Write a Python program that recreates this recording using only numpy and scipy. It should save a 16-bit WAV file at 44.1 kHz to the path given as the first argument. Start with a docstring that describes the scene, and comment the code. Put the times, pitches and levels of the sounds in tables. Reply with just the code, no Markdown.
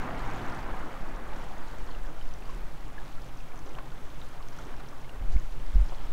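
"""The sandy bank of a fast, muddy river, near a bridge. Water churns and gurgles round the piers, a roar
that fades as the microphone turns away and leaves the open current and the fizz of its foam. Close by,
bubbles pop, each ringing at the pitch of its size, and wavelets slap the shore. Under it lie a low drone
and a faint hiss. Wind rumbles on the microphone throughout and buffets it hard near the end."""
import sys
import numpy as np
from scipy import signal
from scipy.fft import rfft, irfft, next_fast_len
from scipy.io import wavfile
from scipy.ndimage import uniform_filter1d

SR = 44100
rng = np.random.default_rng(int(sys.argv[2]) if len(sys.argv) > 2 else 0)


def int16_out(signal):
    """Quantize to a 16-bit WAV file."""
    q = np.round(np.clip(np.atleast_2d(signal).T, -1, 1) * 32767)
    wavfile.write(sys.argv[1], SR, q.astype(np.int16))


N = 269892

# Colour of the microphone's hiss, the wind's rumble, the foam, the open current and the roar at the piers.
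# Each row: frequency in Hz, relative level in dB.
HISS_COLOUR = [(2000, 6.1), (9000, 2), (12000, 1.7), (15500, 1.5)]
RUMBLE_COLOUR = [(20, -5), (27, 9), (35, -11), (48, -2), (60, -23), (80, -23), (110, -29), (200, -31),
                 (400, -60)]
FOAM_COLOUR = [(1500, -0.5), (3200, 4.5), (4800, -1.5), (6300, -2.5), (8000, -7.5), (10000, -14.5),
               (15500, -13)]
CURRENT_COLOUR = [(70, -20), (140, 6.5), (205, -1), (290, 2.5), (450, 1), (800, 0.5), (1350, -3),
                  (2100, -9), (3400, -18.5), (5000, -23.5), (9000, -31)]
PIER_COLOUR = [(70, 6.5), (98, 6.5), (170, 3), (270, 4.5), (400, -3), (600, -1), (850, 2), (1450, -3),
               (2100, -10), (3200, -21.5), (5000, -37), (9000, -42.5)]
# The breeze on the microphone, freshening near the end. Each row: time in seconds, base level in dB.
BREEZE = [(0.0, -45.5), (1.2, -43), (1.55, -42), (1.85, -39.5), (2.3, -39), (2.5, -43.5), (4.8, -44.5),
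          (5.1, -49), (5.25, -28.5), (5.5, -40), (5.75, -33.5), (5.92, -38.5)]
# Brief gusts on top of the breeze. Each row: centre in seconds, rise in dB.
BREEZE_GUSTS = [(0.24, 10), (0.68, 11.5), (1.04, 1), (1.17, 5), (2.60, 11.5), (3.0, 4)]
# Hard buffets on the microphone. Each row: centre in seconds, peak of the swing in dB, its frequency
# in Hz, its half length in seconds, flutter in dB relative to that peak.
WIND_BUFFETS = [(5.218, -29, 48.4, 0.0081, -12), (5.359, -14.5, 43, 0.017, -23),
                (5.761, -11.5, 41.3, 0.016, -21), (5.808, -14, 42, 0.026, -28)]
# Small waves running in along the bank. Each row: centre in seconds, half length in seconds,
# rise of the current in dB, rise of the foam in dB.
BANK_WAVES = [(1.58, 0.27, 4, 2.8), (2.553, 0.39, 2.5, 2), (3.664, 0.17, 1, 3), (4.252, 0.16, -0.5, 3.5),
              (4.632, 0.14, 2.0, 4), (5.34, 0.055, 2.5, 2.5), (5.933, 0.3, 2.5, 5.5)]
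# Wavelets slapping the shore. Each row: start in seconds, level in dB, pitch in Hz, decay in seconds.
SHORE_SLAPS = [(3.658, -48, 377, 0.11), (3.765, -46, 690, 0.041), (3.784, -37.5, 1070, 0.009),
               (3.786, -45, 2350, 0.0037), (4.657, -46, 302, 0.062), (4.798, -48, 1010, 0.037),
               (5.32, -56.5, 5170, 0.031), (5.808, -49, 337, 0.02), (5.921, -41.5, 736, 0.02)]
# The clearest bubbles, close to the bank. Each row: time in seconds, peak in dB, pitch in Hz.
NEAR_BUBBLES = [(.302, -45, 6620), (.484, -45, 6850), (1.441, -45, 7700), (1.713, -47, 4330),
                (1.889, -38.5, 1010), (1.949, -44.5, 2800), (2.423, -44, 2650), (2.213, -42, 3090),
                (2.339, -42, 5990), (2.496, -38, 1090), (2.981, -37, 1680), (3.591, -42.5, 6460),
                (3.752, -41, 3070), (3.805, -38, 1066), (3.92, -41.5, 1420), (4.216, -43, 3730),
                (4.406, -38.5, 1145), (4.486, -38.5, 6100), (4.587, -39.5, 1360), (4.588, -43, 5980),
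                (4.741, -42.5, 1660), (4.887, -43.5, 5710), (4.928, -41, 1140), (5.094, -39.5, 2770),
                (5.367, -37.5, 2240), (5.399, -44, 6440)]

TIME_S = np.arange(N) / SR


def from_db(db):
    """Decibels to gain."""
    return 10 ** (np.asarray(db) / 20)


def rms_one(x):
    """Scale to rms 1."""
    return x / np.sqrt(np.mean(x ** 2) + 1e-20)


def hump(centre_s, half_s):
    """A smooth rise and fall of height 1 round a moment."""
    return np.exp(-((TIME_S - centre_s) / half_s) ** 2)


def ramp(start_s, length_s):
    """A straight rise from 0 to 1."""
    return np.clip((TIME_S - start_s) / length_s, 0, 1)


def drift(rate_hz):
    """A slow random wander of rms 1."""
    step, run_in = 40, 2000
    pole = np.exp(-2 * np.pi * rate_hz * step / SR)
    noise = rng.standard_normal(N // step + run_in + 2)
    slow = signal.lfilter([1], [1, -2 * pole, pole * pole], noise)[run_in:]
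    return np.interp(np.arange(N) / step, np.arange(len(slow)), rms_one(slow))


def band_noise(low_hz, high_hz):
    """Noise in one band, run in for a second; rms 1."""
    sos = signal.butter(2, [low_hz, high_hz], "band", fs=SR, output="sos")
    return rms_one(signal.sosfilt(sos, rng.standard_normal(N + SR))[SR:])


def coloured(x, colour):
    """Give a sound a spectrum that falls away steeply past its ends; rms 1."""
    size = next_fast_len(N)
    hz = np.maximum(np.fft.rfftfreq(size, 1 / SR), 1)
    points_hz, points_db = np.transpose(colour)
    gain = from_db(np.interp(np.log(hz), np.log(points_hz), points_db))
    skirts = 1 / (1 + (points_hz[0] / 1.4 / hz) ** 6) / (1 + (hz / 1.4 / points_hz[-1]) ** 6)
    return rms_one(irfft(rfft(x, size) * gain * skirts, size)[:N])


def evened(x, span_s):
    """Hold a noise at a steady strength over the given span."""
    return x / np.sqrt(uniform_filter1d(x * x, int(span_s * SR)) + 1e-6)


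def ring(clicks, hz, cycles):
    """A unit click sets a sine of height 1 ringing; it dies by 60 dB in so many cycles."""
    pole, angle = from_db(-60 * hz / (cycles * SR)), 2 * np.pi * hz / SR
    return signal.lfilter([0, np.sin(angle)], [1, -2 * pole * np.cos(angle), pole * pole], clicks + 1e-18)


def microphone_hiss():
    """The microphone's own even hiss, behind everything."""
    return from_db(-65.5) * coloured(rng.standard_normal(N), HISS_COLOUR)


def drone():
    """A low drone wavers in the air; it drops away early, then creeps back softer and a little higher."""
    first = from_db(-46.5) * (1 - ramp(0.675, 0.125)) * evened(band_noise(95, 132), span_s=0.12)
    second = from_db(-54) * ramp(0.85, 1.97) * evened(band_noise(111.4, 150.2), span_s=0.18)
    return from_db(1.5 * drift(6.4)) * (first + second)


def wind():
    """Eddies press on the microphone: a slow swell and a lumpy rumble, both following the breeze."""
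    breeze_db = np.interp(TIME_S, *np.transpose(BREEZE))
    gusts_db = sum(rise_db * hump(centre_s, half_s=0.069) for centre_s, rise_db in BREEZE_GUSTS)
    swell_db = -28.5 + 0.87 * (breeze_db - breeze_db.mean())
    swell = from_db(swell_db) * evened(band_noise(2.9, 7.3), span_s=0.297)
    eddies = evened(coloured(rng.standard_normal(N), RUMBLE_COLOUR), span_s=0.2)
    return swell + from_db(breeze_db + gusts_db - 1.5 * drift(11)) * eddies


def buffets(flutter_hz, flutter_half_s):
    """A strong eddy swings the pressure at the microphone to and fro, with a flutter at its crest."""
    out = np.zeros(N)
    flutter = evened(band_noise(flutter_hz / np.sqrt(2), flutter_hz * np.sqrt(2)), span_s=0.029)
    for centre_s, peak_db, hz, half_s, flutter_db in WIND_BUFFETS:
        swing = hump(centre_s, half_s) * np.cos(2 * np.pi * hz * (TIME_S - centre_s))
        crest = from_db(flutter_db) * hump(centre_s, flutter_half_s) * flutter
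        out += from_db(peak_db) * (swing + crest)
    return out


def turned_away_db():
    """The piers fade by 22 dB over two seconds as the microphone turns from the bridge."""
    return -22 * ramp(start_s=0.41, length_s=2)


def churn(flicker_db, flicker_hz, surge_db):
    """Countless far splashes: flat noise whose half-octave bands each flicker and all surge together."""
    edges_hz = 60 * 2 ** (np.arange(17) / 2)
    bands = sum(np.sqrt(high - low) * band_noise(low, high) * from_db(flicker_db * drift(flicker_hz))
                for low, high in zip(edges_hz, edges_hz[1:]))
    return rms_one(bands * from_db(surge_db * drift(3.6)))


def bubbles(per_s, low_hz, high_hz, cycles, spread_db):
    """Bubbles are born in clusters; most are faint, a few loud, and each rings at its size's pitch."""
    pitches_hz = np.geomspace(low_hz, high_hz, 28)
    born = rng.random(N) < per_s * from_db(4 * drift(8)) / SR
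    strengths = from_db(spread_db * np.minimum(rng.exponential(1, N), 4.5))
    clicks = born * strengths * rng.choice([-1, 1], N)
    pitch_index = rng.integers(0, len(pitches_hz), N)
    return rms_one(sum(hz * ring(clicks * (pitch_index == k), hz, cycles)
                       for k, hz in enumerate(pitches_hz)))


def foam():
    """Out on the foam lines small bubbles burst over a fine spray, louder at the piers and on each wave."""
    pops = bubbles(per_s=600, low_hz=2470, high_hz=11900, cycles=20, spread_db=4)
    spray = churn(flicker_db=2.5, flicker_hz=84, surge_db=1.46)
    waves_db = sum(rise_db * hump(centre_s, half_s) for centre_s, half_s, _, rise_db in BANK_WAVES)
    in_current, at_piers = from_db(-63 + waves_db), from_db(-59.5 + turned_away_db())
    return np.hypot(in_current, at_piers) * coloured(spray + from_db(-3.5) * pops, FOAM_COLOUR)


def slaps(attack_s):
    """On the shore each wavelet breaks in a short splash an octave wide."""
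    out = np.zeros(N)
    for start_s, level_db, hz, decay_s in SHORE_SLAPS:
        age = np.maximum(TIME_S - start_s, 0)
        spray = evened(band_noise(hz / np.sqrt(2), hz * np.sqrt(2)), span_s=0.0077)
        out += from_db(level_db) * (1 - np.exp(-age / attack_s)) * np.exp(-age / decay_s) * spray
    return out


def stray_bubbles(per_s, peak_db, low_hz, high_hz):
    """Faint bubbles of random moment and pitch, in rows like those of NEAR_BUBBLES."""
    draws = rng.random((int(per_s * N / SR), 2))
    return [(when * N / SR, peak_db, low_hz * (high_hz / low_hz) ** pitch) for when, pitch in draws]


def plips():
    """Close up, a bubble rings briefly; droplets round the burst stir the same pitch; small ones snap."""
    out = np.zeros(N + 2 * SR)  # a spare second at each end
    age = np.arange(-SR // 50, SR // 20) / SR
    strays = stray_bubbles(per_s=3, peak_db=-46.5, low_hz=1960, high_hz=6950)
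    for time_s, peak_db, hz in NEAR_BUBBLES + strays:
        size = 2000 / hz  # big bubbles ring low and stir the water for longer
        splash = np.exp(np.minimum(age / 0.0019, -age / 0.0032) / np.sqrt(size))
        droplets = from_db(-11) * np.sqrt(hz / SR) * rng.standard_normal(len(age)) * splash
        kick = (age == 0) + droplets
        snap = from_db(-17) / size * ring(kick, hz, cycles=2.2)
        burst = ring(kick, hz, cycles=39) + snap
        start = SR + int((time_s + age[0]) * SR)
        out[start:start + len(age)] += from_db(peak_db) * burst / np.max(np.abs(burst))
    return out[SR:SR + N]


def pier_roar(water):
    """Water roars deep round the piers; its bass bends round the turning microphone and fades less."""
    roar = from_db(-39) * coloured(water, PIER_COLOUR)
    bass = signal.sosfiltfilt(signal.butter(2, 360, fs=SR, output="sos"), roar)
    fade_db = turned_away_db()
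    return from_db(0.86 * fade_db) * bass + from_db(fade_db) * (roar - bass)


def river():
    """Water churns and gurgles at the piers and in the lighter open current, which swells with the waves."""
    gurgles = bubbles(per_s=1300, low_hz=240.9, high_hz=4490, cycles=41.4, spread_db=2.5)
    water = churn(flicker_db=1.47, flicker_hz=23, surge_db=0.4) + from_db(-8.5) * gurgles
    waves_db = sum(rise_db * hump(centre_s, half_s) for centre_s, half_s, rise_db, _ in BANK_WAVES)
    current = from_db(-53 + waves_db) * coloured(water, CURRENT_COLOUR)
    return pier_roar(water) + current


def scene():
    """Water and wind at one microphone on the bank, over its own hiss."""
    water = river() + foam() + plips() + slaps(attack_s=0.00031)
    air = wind() + drone() + buffets(flutter_hz=154, flutter_half_s=0.0062)
    return (water + air + microphone_hiss())[None]


def record(dry):
    """The top is cut steeply above 15.7 kHz."""
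    return signal.sosfilt(signal.ellip(12, 0.1, 90, 15700, fs=SR, output="sos"), dry)


dry = scene()
out = record(dry)
int16_out(out)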